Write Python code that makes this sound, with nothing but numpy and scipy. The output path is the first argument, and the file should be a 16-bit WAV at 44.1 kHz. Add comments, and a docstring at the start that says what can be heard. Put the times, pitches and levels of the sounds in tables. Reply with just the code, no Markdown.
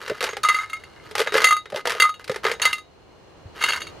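"""Faint outdoor air and insects sound throughout. From the start, a few pebbles are shaken four times
in a small tin can under trees: on each upstroke they slide and knock against the hand-damped lid, and
on each downstroke they hit the bare bottom, which clangs. Near 2.8 s the shaking stops. After a pause
the free hand takes hold of the can with a low bump, and from about 3.5 s the can is tipped, so the
pebbles tumble along its wall."""
import sys
import numpy as np
from scipy import signal
from scipy.fft import rfft, irfft, next_fast_len
from scipy.io import wavfile

SR = 44100
rng = np.random.default_rng(int(sys.argv[2]) if len(sys.argv) > 2 else 0)


def log_audio(samples):
    """Write samples as a 16-bit WAV file to the path given in sys.argv[1]."""
    # one column per channel
    frames = np.atleast_2d(samples).T
    # limit to full scale, then quantise
    limited = np.clip(frames, -1, 1)
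    pcm = np.round(limited * 32767).astype(np.int16)
    wavfile.write(sys.argv[1], SR, pcm)


N = 176400
T = np.arange(SR // 3) / SR  # the clock of one hit [s]
# A "t60" or fade time is how long a sound takes to drop by 60 dB. Table levels are relative.
CLATTER_T60, BUZZ_T60, PING_T60 = 0.021, 0.046, 0.057
DETUNE, LIGHT_CHATTER = 0.0033, 0.14  # pitch spread between hits [fraction]; roughness of a tone


def amp(db):
    """Turn decibels into a gain."""
    return 10 ** (np.asarray(db) / 20)


def unit(x):
    """Scale a sound to an average power of 1."""
    return x / np.sqrt(np.mean(x ** 2) + 1e-20)


def struck(x):
    """Scale a hit so that its first 10 ms have a power of 1."""
    return x / np.sqrt(np.mean(x[:SR // 100] ** 2) + 1e-20)


def fade(t60):
    """The way a hit dies down."""
    return np.exp(-np.log(1000) * T / t60)


def along(points, hz):
    """Read between (frequency, value) points on a log frequency scale."""
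    f, v = np.transpose(points)
    return np.interp(np.log(hz + 1), np.log(f + 1), v)


def add(track, start_s, x):
    """Mix a sound into a track."""
    i = max(0, round(start_s * SR))
    track[i:i + len(x)] += x[:max(0, N - i)]


def coloured(x, colour):
    """Give a sound a tone colour: some frequencies stronger, others weaker."""
    size = 2 * next_fast_len(N // 2 + SR // 4)
    gain = unit(amp(along(colour, np.fft.rfftfreq(size, 1 / SR))))
    cepstrum = irfft(np.log(gain))
    cepstrum[1:size // 2] *= 2  # folded forward, so nothing sounds before its hit
    cepstrum[size // 2 + 1:] = 0
    return irfft(rfft(x, size) * np.exp(rfft(cepstrum)), size)[..., :N]


def resonant(x, tones):
    """Let a sound set off ringing tones, each given as (pitch [Hz], width [Hz], level [dB])."""
    size = 2 * next_fast_len(N // 2 + SR // 4)
    f = np.fft.rfftfreq(size, 1 / SR)
    gain = sum((-1) ** k * amp(db) * 1j * f * width / (hz * hz - f * f + 1j * f * width)
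               for k, (hz, width, db) in enumerate(tones))
    return irfft(rfft(x, size) * gain / np.sqrt(np.mean(np.abs(gain) ** 2)), size)[:N]


def ring(tones, detune=DETUNE, attack_s=0.00044, chatter=0.42):
    """Fading tones; where the pebbles lie shifts pitch and level, and their chatter adds roughness."""
    hz, db, t60 = np.transpose(tones)[:, :, None]
    shift, level, phase = rng.standard_normal((3, len(tones), 1))
    knots = np.arange(0, T[-1], 1 / 170)  # 170 wobbles a second
    jitter = np.array([np.interp(T, knots, row) for row in rng.standard_normal((len(tones), len(knots)))])
    phase = np.pi * phase + chatter * jitter * hz / 2060  # higher tones wobble more
    waves = amp(db + 6 * level) * fade(t60) * np.sin(2 * np.pi * hz * (1 + detune * shift) * T + phase)
    return struck(waves.sum(0) * (1 - np.exp(-T / attack_s)))


def bursts(times, levels_db, t60, tail_db=-6.5):
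    """A puff of noise for each hit: a sharp tick, its fade and a short tail inside the can."""
    shape = amp(-6) * fade(0.015) + fade(t60) + amp(tail_db) * fade(0.15)
    out = np.zeros(N)
    for at, db in zip(times, levels_db):
        add(out, at, amp(db) * struck(rng.standard_normal(len(T)) * shape))
    return out


# Tone colour of the air (frequency [Hz], level [dB])
AIR_COLOUR = [(15, -47.5), (25, -19), (84, -6.5), (242, -14), (384, -8.5), (560, -12.5), (988, -16.5),
              (1520, -23), (3720, -31), (4740, -32.5), (7110, -39.5), (16000, -57)]
# How alike the air is in both ears (frequency [Hz], likeness [1 = the same])
AIR_LIKENESS = [(60, 1), (180, -0.05), (550, 0.28), (1650, 0.39), (4970, 0.11), (15000, 0.37)]
# Insect song (pitch [Hz], width [Hz], level [dB])
INSECT_BANDS = [(2880, 130, -18), (4194, 75, -18), (6400, 25, -28)]
# The recorder's automatic gain on the air and insects, as a set curve (time [s], level [dB])
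RECORDER_GAIN = [(0, -52), (.42, -48.5), (.55, -52), (1.1, -46.5), (1.5, -53.5), (1.9, -50.5), (2.1, -53.5),
                 (2.5, -45), (2.85, -52.5), (3.4, -48.5), (3.95, -43)]
def outdoors():
    """Steady air and insect song; the recorder's gain dips them after loud hits, then lets them rise."""
    hz = np.fft.rfftfreq(N, 1 / SR)
    noise = lambda gain: irfft(rfft(rng.standard_normal((2, N))) * gain, N)
    spread = np.arccos(np.clip(along(AIR_LIKENESS, hz), -1, 1)) / 2
    mid, side = noise(amp(along(AIR_COLOUR, hz)) * np.array([np.cos(spread), np.sin(spread)]))
    air = unit(np.array([mid + side, mid - side]))
    insects = sum(amp(db) * unit(noise(1 / (1 + ((hz - pitch) / width) ** 2)))
                  for pitch, width, db in INSECT_BANDS)
    return (air + insects) * amp(np.interp(np.arange(N) / SR, *np.transpose(RECORDER_GAIN)))


def hand_bump():
    """The free hand takes hold of the can with a low bump."""
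    at, hz, db, t60 = 3.455, 92.4, -36.5, 0.081
    out = np.zeros(N)
    add(out, at, amp(db) * ring([(hz, 0, t60)], attack_s=0.0032))
    return out


# Sound thrown back by ground and bushes (frequency [Hz], level [dB])
SCATTER_COLOUR = [(100, -17), (500, -42), (1200, -55.5), (2100, -23.5), (4000, -13.5), (8000, -7.5),
                  (13000, -2.5)]
def among_trees(can, echo_db=-45.5, echo_t60=0.69):
    """Ground and bushes make the can differ between the ears; the trees add a faint echo."""
    hz, _, spectrum = signal.stft(can, SR, nperseg=128)
    scramble = np.exp(2j * np.pi * rng.random(spectrum.shape))
    side = signal.istft(spectrum * amp(along(SCATTER_COLOUR, hz))[:, None] * scramble, SR)[1][:N]
    tail = rng.standard_normal((2, len(T))) * fade(echo_t60)
    echo = signal.fftconvolve(can[None], tail / np.linalg.norm(tail[0]), axes=1)[:, :N]
    return np.array([can + side, can - side]) + amp(echo_db) * echo


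# Tone colour of stone striking tin (frequency [Hz], level [dB])
CRACK_COLOUR = [(100, -39), (700, -21.5), (1500, 4), (2800, 4), (4800, 1), (7400, -9), (9500, -8),
                (13000, -16.5), (15000, -25), (16500, -48)]
def cracks(times, levels_db):
    """The sharp, bright noise as each pebble lands."""
    return coloured(bursts(times, levels_db, t60=0.036, tail_db=-9), CRACK_COLOUR)


# The high tones of the can's bottom (pitch [Hz], width [Hz], level [dB])
HIGH_TONES = [(2759, 54.5, 2.5), (3264, 74, -5), (3756, 49, 0), (4230, 32, -6), (4350, 140, -5),
              (4620, 41, -0.5), (6360, 95, -5.5), (6710, 45, -6), (6810, 80, -9.5), (8730, 110, -12.5),
              (9230, 45, -12), (9490, 43, -10.5), (10166, 90, -11), (10460, 140, -17), (11180, 180, -15),
              (12700, 220, -25), (13400, 130, -21.5), (14640, 41, -19.5)]
def rubbed_tin(x):
    """The high tones when rubbed from the side: a little narrower, and duller by 3 dB an octave."""
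    lowest_hz = HIGH_TONES[0][0]
    tones = [(hz, 0.81 * width, db - 3 * np.log2(hz / lowest_hz)) for hz, width, db in HIGH_TONES]
    return resonant(x, tones)


def scrape(strokes, grains_per_s=750, spread_db=4):
    """Many tiny touches that swell quickly and die away as the pebbles travel."""
    t = np.arange(N) / SR
    level = sum(amp(db) * np.interp(t, at + length * np.array([0, 0.11, 1]), [0, 1, 0]) ** 0.56
                for at, length, db in strokes)
    touches = rng.random(N) < grains_per_s / SR
    grains = touches * amp(spread_db * np.clip(rng.standard_normal(N), -2, 2))
    power = np.abs(signal.fftconvolve(grains ** 2, fade(0.0032))[:N])
    return unit(np.sqrt(power) * rng.standard_normal(N)) * level


# The tones of the can's wall (pitch [Hz], width [Hz], level [dB])
WALL_TONES = [(970, 160, -6.5), (1269, 90, 0), (1590, 140, -2), (1770, 80, -2), (2085, 61, 2.5),
              (2187, 91, -1.5), (2850, 26, -2.5)]
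# Pebbles roll round the rim (time [s], length [s], level [dB])
RIM_ROLLS = [(.43, 0.25, -32), (.58, 0.6, -49), (1.445, 0.096, -46), (2.0, 0.11, -32), (2.618, 0.12, -27),
             (3.605, 0.19, -23.5)]
def rolling():
    """Rolling pebbles sound mostly through the wall."""
    grit = scrape(RIM_ROLLS)
    wall = amp(-0.5) * resonant(grit, WALL_TONES)
    return wall + amp(-18.5) * rubbed_tin(grit) + amp(-10.5) * coloured(grit, CRACK_COLOUR)


# The two strong tones of the can's bottom (pitch [Hz], fade time [s])
STRONG_TONES = [(1245, 0.12), (2060, 0.12)]
# Tone colour of sliding (frequency [Hz], level [dB])
SLIDE_COLOUR = [(100, -21.5), (300, -14.5), (440, 1.5), (736, -11.5), (872, -6.5), (1360, 0), (2040, -5.5),
                (2320, -5), (2860, -7), (6290, -18.5), (7290, -28.5), (13000, -28), (16000, -53)]
# Pebbles slide through the can (time [s], length [s], level [dB])
PEBBLE_SLIDES = [(0, 0.25, -35), (0.206, 0.071, -26), (0.261, 0.084, -34), (1.022, 0.37, -48),
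                 (1.147, 0.17, -33.5), (1.328, 0.14, -20.5), (1.74, 0.08, -30.5), (1.85, 0.16, -28),
                 (2.19, 0.041, -41.5), (2.432, 0.11, -26.5), (3.541, 0.39, -39)]
def sliding():
    """Sliding pebbles make a gritty rush that keeps the tin singing."""
    grit = scrape(PEBBLE_SLIDES)
    rush = amp(-3) * coloured(grit, SLIDE_COLOUR)
    tin = amp(-19.5) * resonant(grit, WALL_TONES) + amp(-14) * rubbed_tin(grit)
    singing = [(hz, np.log(1000) / (np.pi * t60), -6 * np.log2(hz / STRONG_TONES[0][0]))
               for hz, t60 in STRONG_TONES]
    return rush + tin + amp(-7.5) * resonant(grit, singing)


# Tone colour of clatter on bare tin (frequency [Hz], level [dB])
TIN_COLOUR = [(100, -36), (500, 0), (950, -9), (1600, 6), (3000, -12.5), (6000, -15), (16000, -30.5)]
# Pebbles hit the wall (time [s], level [dB])
WALL_HITS = [(0.798, -35.5), (0.837, -26.5), (2.141, -24.5), (3.593, -25.5), (3.616, -13), (3.624, -9.5),
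             (3.638, -1), (3.662, -12.5), (3.686, -7), (3.693, -9), (3.705, -9.5), (3.722, -10.5),
             (3.733, -9), (3.76, -13.5), (3.805, -18.5), (3.818, -14.5), (3.869, -20), (3.886, -37.5)]
def wall_tumbles():
    """Pebbles tumble along the side of the can, whose ring the hands damp to short clinks."""
    times, level = np.transpose(WALL_HITS)
    out = cracks(times, level - 44.5)
    out += coloured(bursts(times, level - 24.5, CLATTER_T60), TIN_COLOUR)
    clink = [(hz, db, np.log(1000) / (np.pi * width)) for hz, width, db in WALL_TONES]
    for at, db in WALL_HITS:
        add(out, at, amp(db - 18) * ring(clink, detune=0.012))
    return out + rubbed_tin(bursts(times, level - 18.5, CLATTER_T60))


# The tones of the pushed lid (pitch [Hz], level [dB], fade time [s])
THUMP_TONES = [(128.8, -9.5, 0.055), (211.3, -8, .045), (400, 1.5, 0.017), (490, 4.5, 0.051),
               (576, 3.5, 0.04), (890, -8, 0.013)]
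# Pushes on the lid (time [s], level [dB])
LID_PUSHES = [(0.101, -27.5), (.113, -24.5), (1.726, -28.5), (1.745, -25.5), (2.296, -22)]
def lid_thumps():
    """All the pebbles push into the lid at once, with a deep thump."""
    out = np.zeros(N)
    for at, db in LID_PUSHES:
        add(out, at, amp(db) * ring(THUMP_TONES, detune=0.062, attack_s=0.0033))
    return out


# The tones of the knocked lid (pitch [Hz], level [dB], fade time [s])
LID_TONES = [(416, -5, 0.075), (440, 3.5, 0.075), (500, 1, 0.065), (610, -6, 0.055), (700, -4.5, 0.035),
             (862, 0.5, .042)]
# The long, bright ring of the can's shell (pitch [Hz], level [dB], fade time [s])
SHELL_TONES = [(3793, -20, 0.3), (6580, -23, 0.17)]
# Tone colour of clatter on the lid (frequency [Hz], level [dB])
LID_COLOUR = [(60, -34.5), (300, -14.5), (450, 11), (700, -3.5), (1050, 0.5), (1300, 4.5), (1750, 7),
              (2600, -2.5), (4000, -8.5), (8000, -24), (16000, -49)]
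# Pebbles hit the lid (time [s], crack [dB], thud [dB], clatter [dB])
LID_HITS = [(0.079, -13.5, -53, -25), (0.098, -14, -23, -19.5), (0.207, -6.5, -32.5, -27),
            (0.227, -2.5, -21, -18.5), (0.24, -0.5, -23.5, -21), (0.276, -20, -29, -26),
            (0.29, -17.5, -48, -21), (0.332, -20.5, -45, -22.5), (0.3682, -11, -27, -24),
            (1.111, -18, -35, -35), (1.153, -3, -26.5, -18.5), (1.181, -2.5, -26, -20.5),
            (1.193, -2, -29.5, -14.5), (1.202, 0, -15, -32.5), (1.216, -5.5, -28.5, -18),
            (1.263, -24.5, -30, -25.5), (1.273, -16, -31.5, -16), (1.322, -14.5, -25, -20),
            (1.341, -2, -31, -10), (1.353, -12.5, -12, -16), (1.372, -2, -23, -18.5),
            (1.38, -4, -28.5, -11.5), (1.419, -2.5, -32, -13.5), (1.657, -28.5, -55, -31.5),
            (1.701, -21.5, -47, -38.5), (1.722, -24.5, -30, -31), (1.76, -9.5, -26.5, -25),
            (1.773, -17, -28.5, -27), (1.855, -9, -26, -19), (1.872, -0.5, -18.5, -17.5),
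            (1.896, -5, -26, -23), (1.905, -5, -36, -20.5), (1.92, -6.5, -31, -19.5),
            (1.95, -18.5, -29, -27.5), (2.243, -16.5, -67, -41), (2.278, -15, -45, -32.5),
            (2.296, -14, -25, -19.5), (2.316, -12, -26, -29.5), (2.344, -20, -40, -26),
            (2.36, -11, -27, -24.5), (2.451, -16, -20.5, -12), (2.466, -9.5, -26.5, -13.5),
            (2.497, -22, -26, -20), (2.515, -4.5, -53, -17), (2.538, -17.5, -36, -28),
            (2.598, -22.5, -37, -23.5)]
def lid_knocks():
    """The hand-damped lid knocks dryly: a crack, clatter, a low thud and a trace of ringing tin."""
    times, crack, _, clatter = np.transpose(LID_HITS)
    out = cracks(times, crack - 23)
    out += coloured(bursts(times, clatter - 7.5, CLATTER_T60), LID_COLOUR)
    tin = [(hz, 0, t60) for hz, t60 in STRONG_TONES] + SHELL_TONES
    for at, _, thud_db, clatter_db in LID_HITS:
        add(out, at, amp(thud_db - 4.5) * ring(LID_TONES, detune=0.056, attack_s=0.0028))
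        add(out, at, amp(clatter_db - 16) * ring(tin, chatter=LIGHT_CHATTER))
    return out


# Pebbles land near the rim (time [s], level [dB])
RIM_HITS = [(0.489, -29), (1.442, -26), (2.73, -20.5)]
def rim_pings():
    """Hits near the rim bring out the lowest of the bottom's high tones."""
    out = np.zeros(N)
    for at, db in RIM_HITS:
        add(out, at, amp(db) * ring([(HIGH_TONES[0][0], 0, PING_T60)], chatter=LIGHT_CHATTER))
    return out


# Settling pebbles stiffen the bottom and raise its strong tones (time [s], pitch [ratio])
PITCH_LIFT = [(0.52, 1), (0.77, 1.04), (1.1, 1)]
# Pebbles hit the bottom (time [s], crack [dB], first tone [dB], second tone [dB], high tones [dB])
BOTTOM_HITS = [(0.4325, -20, -33, -45.5, -22.5), (0.437, -8, -14, -49, -41.5),
               (0.4479, -22, -9.5, -17.5, -27.5), (0.4868, -4.5, -13, -9.5, -19.5),
               (0.4974, -18, -11, -10, -33.5), (0.524, -32, -29, -25, -37),
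               (0.5443, -22.5, -19, -12.5, -29), (0.563, -44, -19, -26, -34),
               (0.5867, -32, -20, -17.5, -36.5), (0.6106, -46, -25, -28, -44),
               (0.6334, -35, -28.5, -27.5, -46.5), (0.6975, -27, -36, -34.5, -39.5),
               (0.7314, -26, -25.5, -19.5, -33.5), (0.7675, -28, -39.5, -32, -61),
               (1.4427, 4, -10, -4.5, -11), (1.4694, -27.5, -20.5, -7.5, -20),
               (1.4863, -15.5, -16, -19, -23), (1.5073, -18, -9.5, -11, -22),
               (1.5238, -15.5, -8, -21, -23.5), (1.5658, -22.5, -18.5, -26, -32),
               (1.9997, -8, -17, -9.5, -14), (2.0208, -8, -12, -5, -15), (2.0382, -15, -10, -14.5, -36.5),
               (2.0521, -16, -10, -17, -38), (2.0918, -21.5, -17.5, -35, -36), (2.6176, -10, -45, -33, -17),
               (2.653, -0.5, -16.5, -6, -15), (2.729, -4, -24.5, -17, -26), (2.7816, -25, -34, -35, -41)]
def bottom_clangs(choke_s=0.0038):
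    """Each hit stops and restarts the two strong tones, buzzes the high ones and rings the shell."""
    times, crack, _, _, high = np.transpose(BOTTOM_HITS)
    out = cracks(times, crack - 22.5)
    out += coloured(bursts(times, high - 8.5, CLATTER_T60), TIN_COLOUR)
    out += resonant(bursts(times, high - 2.5, BUZZ_T60), HIGH_TONES)
    gaps = np.diff(times, append=N / SR)
    for (at, _, first_db, second_db, high_db), gap in zip(BOTTOM_HITS, gaps):
        choke = np.clip(1 - (T - gap) / choke_s, 0, 1)  # falls to zero at the next hit
        lift = np.interp(at, *np.transpose(PITCH_LIFT))
        for (hz, t60), db in zip(STRONG_TONES, (first_db - 4.5, second_db - 7)):
            clang = ring([(hz * lift, 0, t60)], attack_s=0.00094, chatter=LIGHT_CHATTER)
            add(out, at, amp(db) * choke * clang)
        for hz, db, t60 in SHELL_TONES:
            shell = ring([(hz, 0, t60)], DETUNE / 2, chatter=LIGHT_CHATTER)
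            add(out, at, amp((first_db + high_db) / 2 + db) * shell)
    return out


def scene():
    """The can straight ahead, with the outdoors behind it."""
    hits = lid_knocks() + lid_thumps() + bottom_clangs() + rim_pings() + wall_tumbles()
    can = hits + rolling() + sliding()
    return among_trees(can) + outdoors() + hand_bump()


def record(dry):
    """Round off the loudest peaks and remove everything above 16400 Hz."""
    rounded = dry / (1 + np.abs(dry) ** 6) ** (1 / 6)
    passband = np.fft.rfftfreq(2 * N, 1 / SR) < 16400
    return irfft(rfft(rounded, 2 * N) * passband)[:, :N]


dry = scene()
out = record(dry)
log_audio(out)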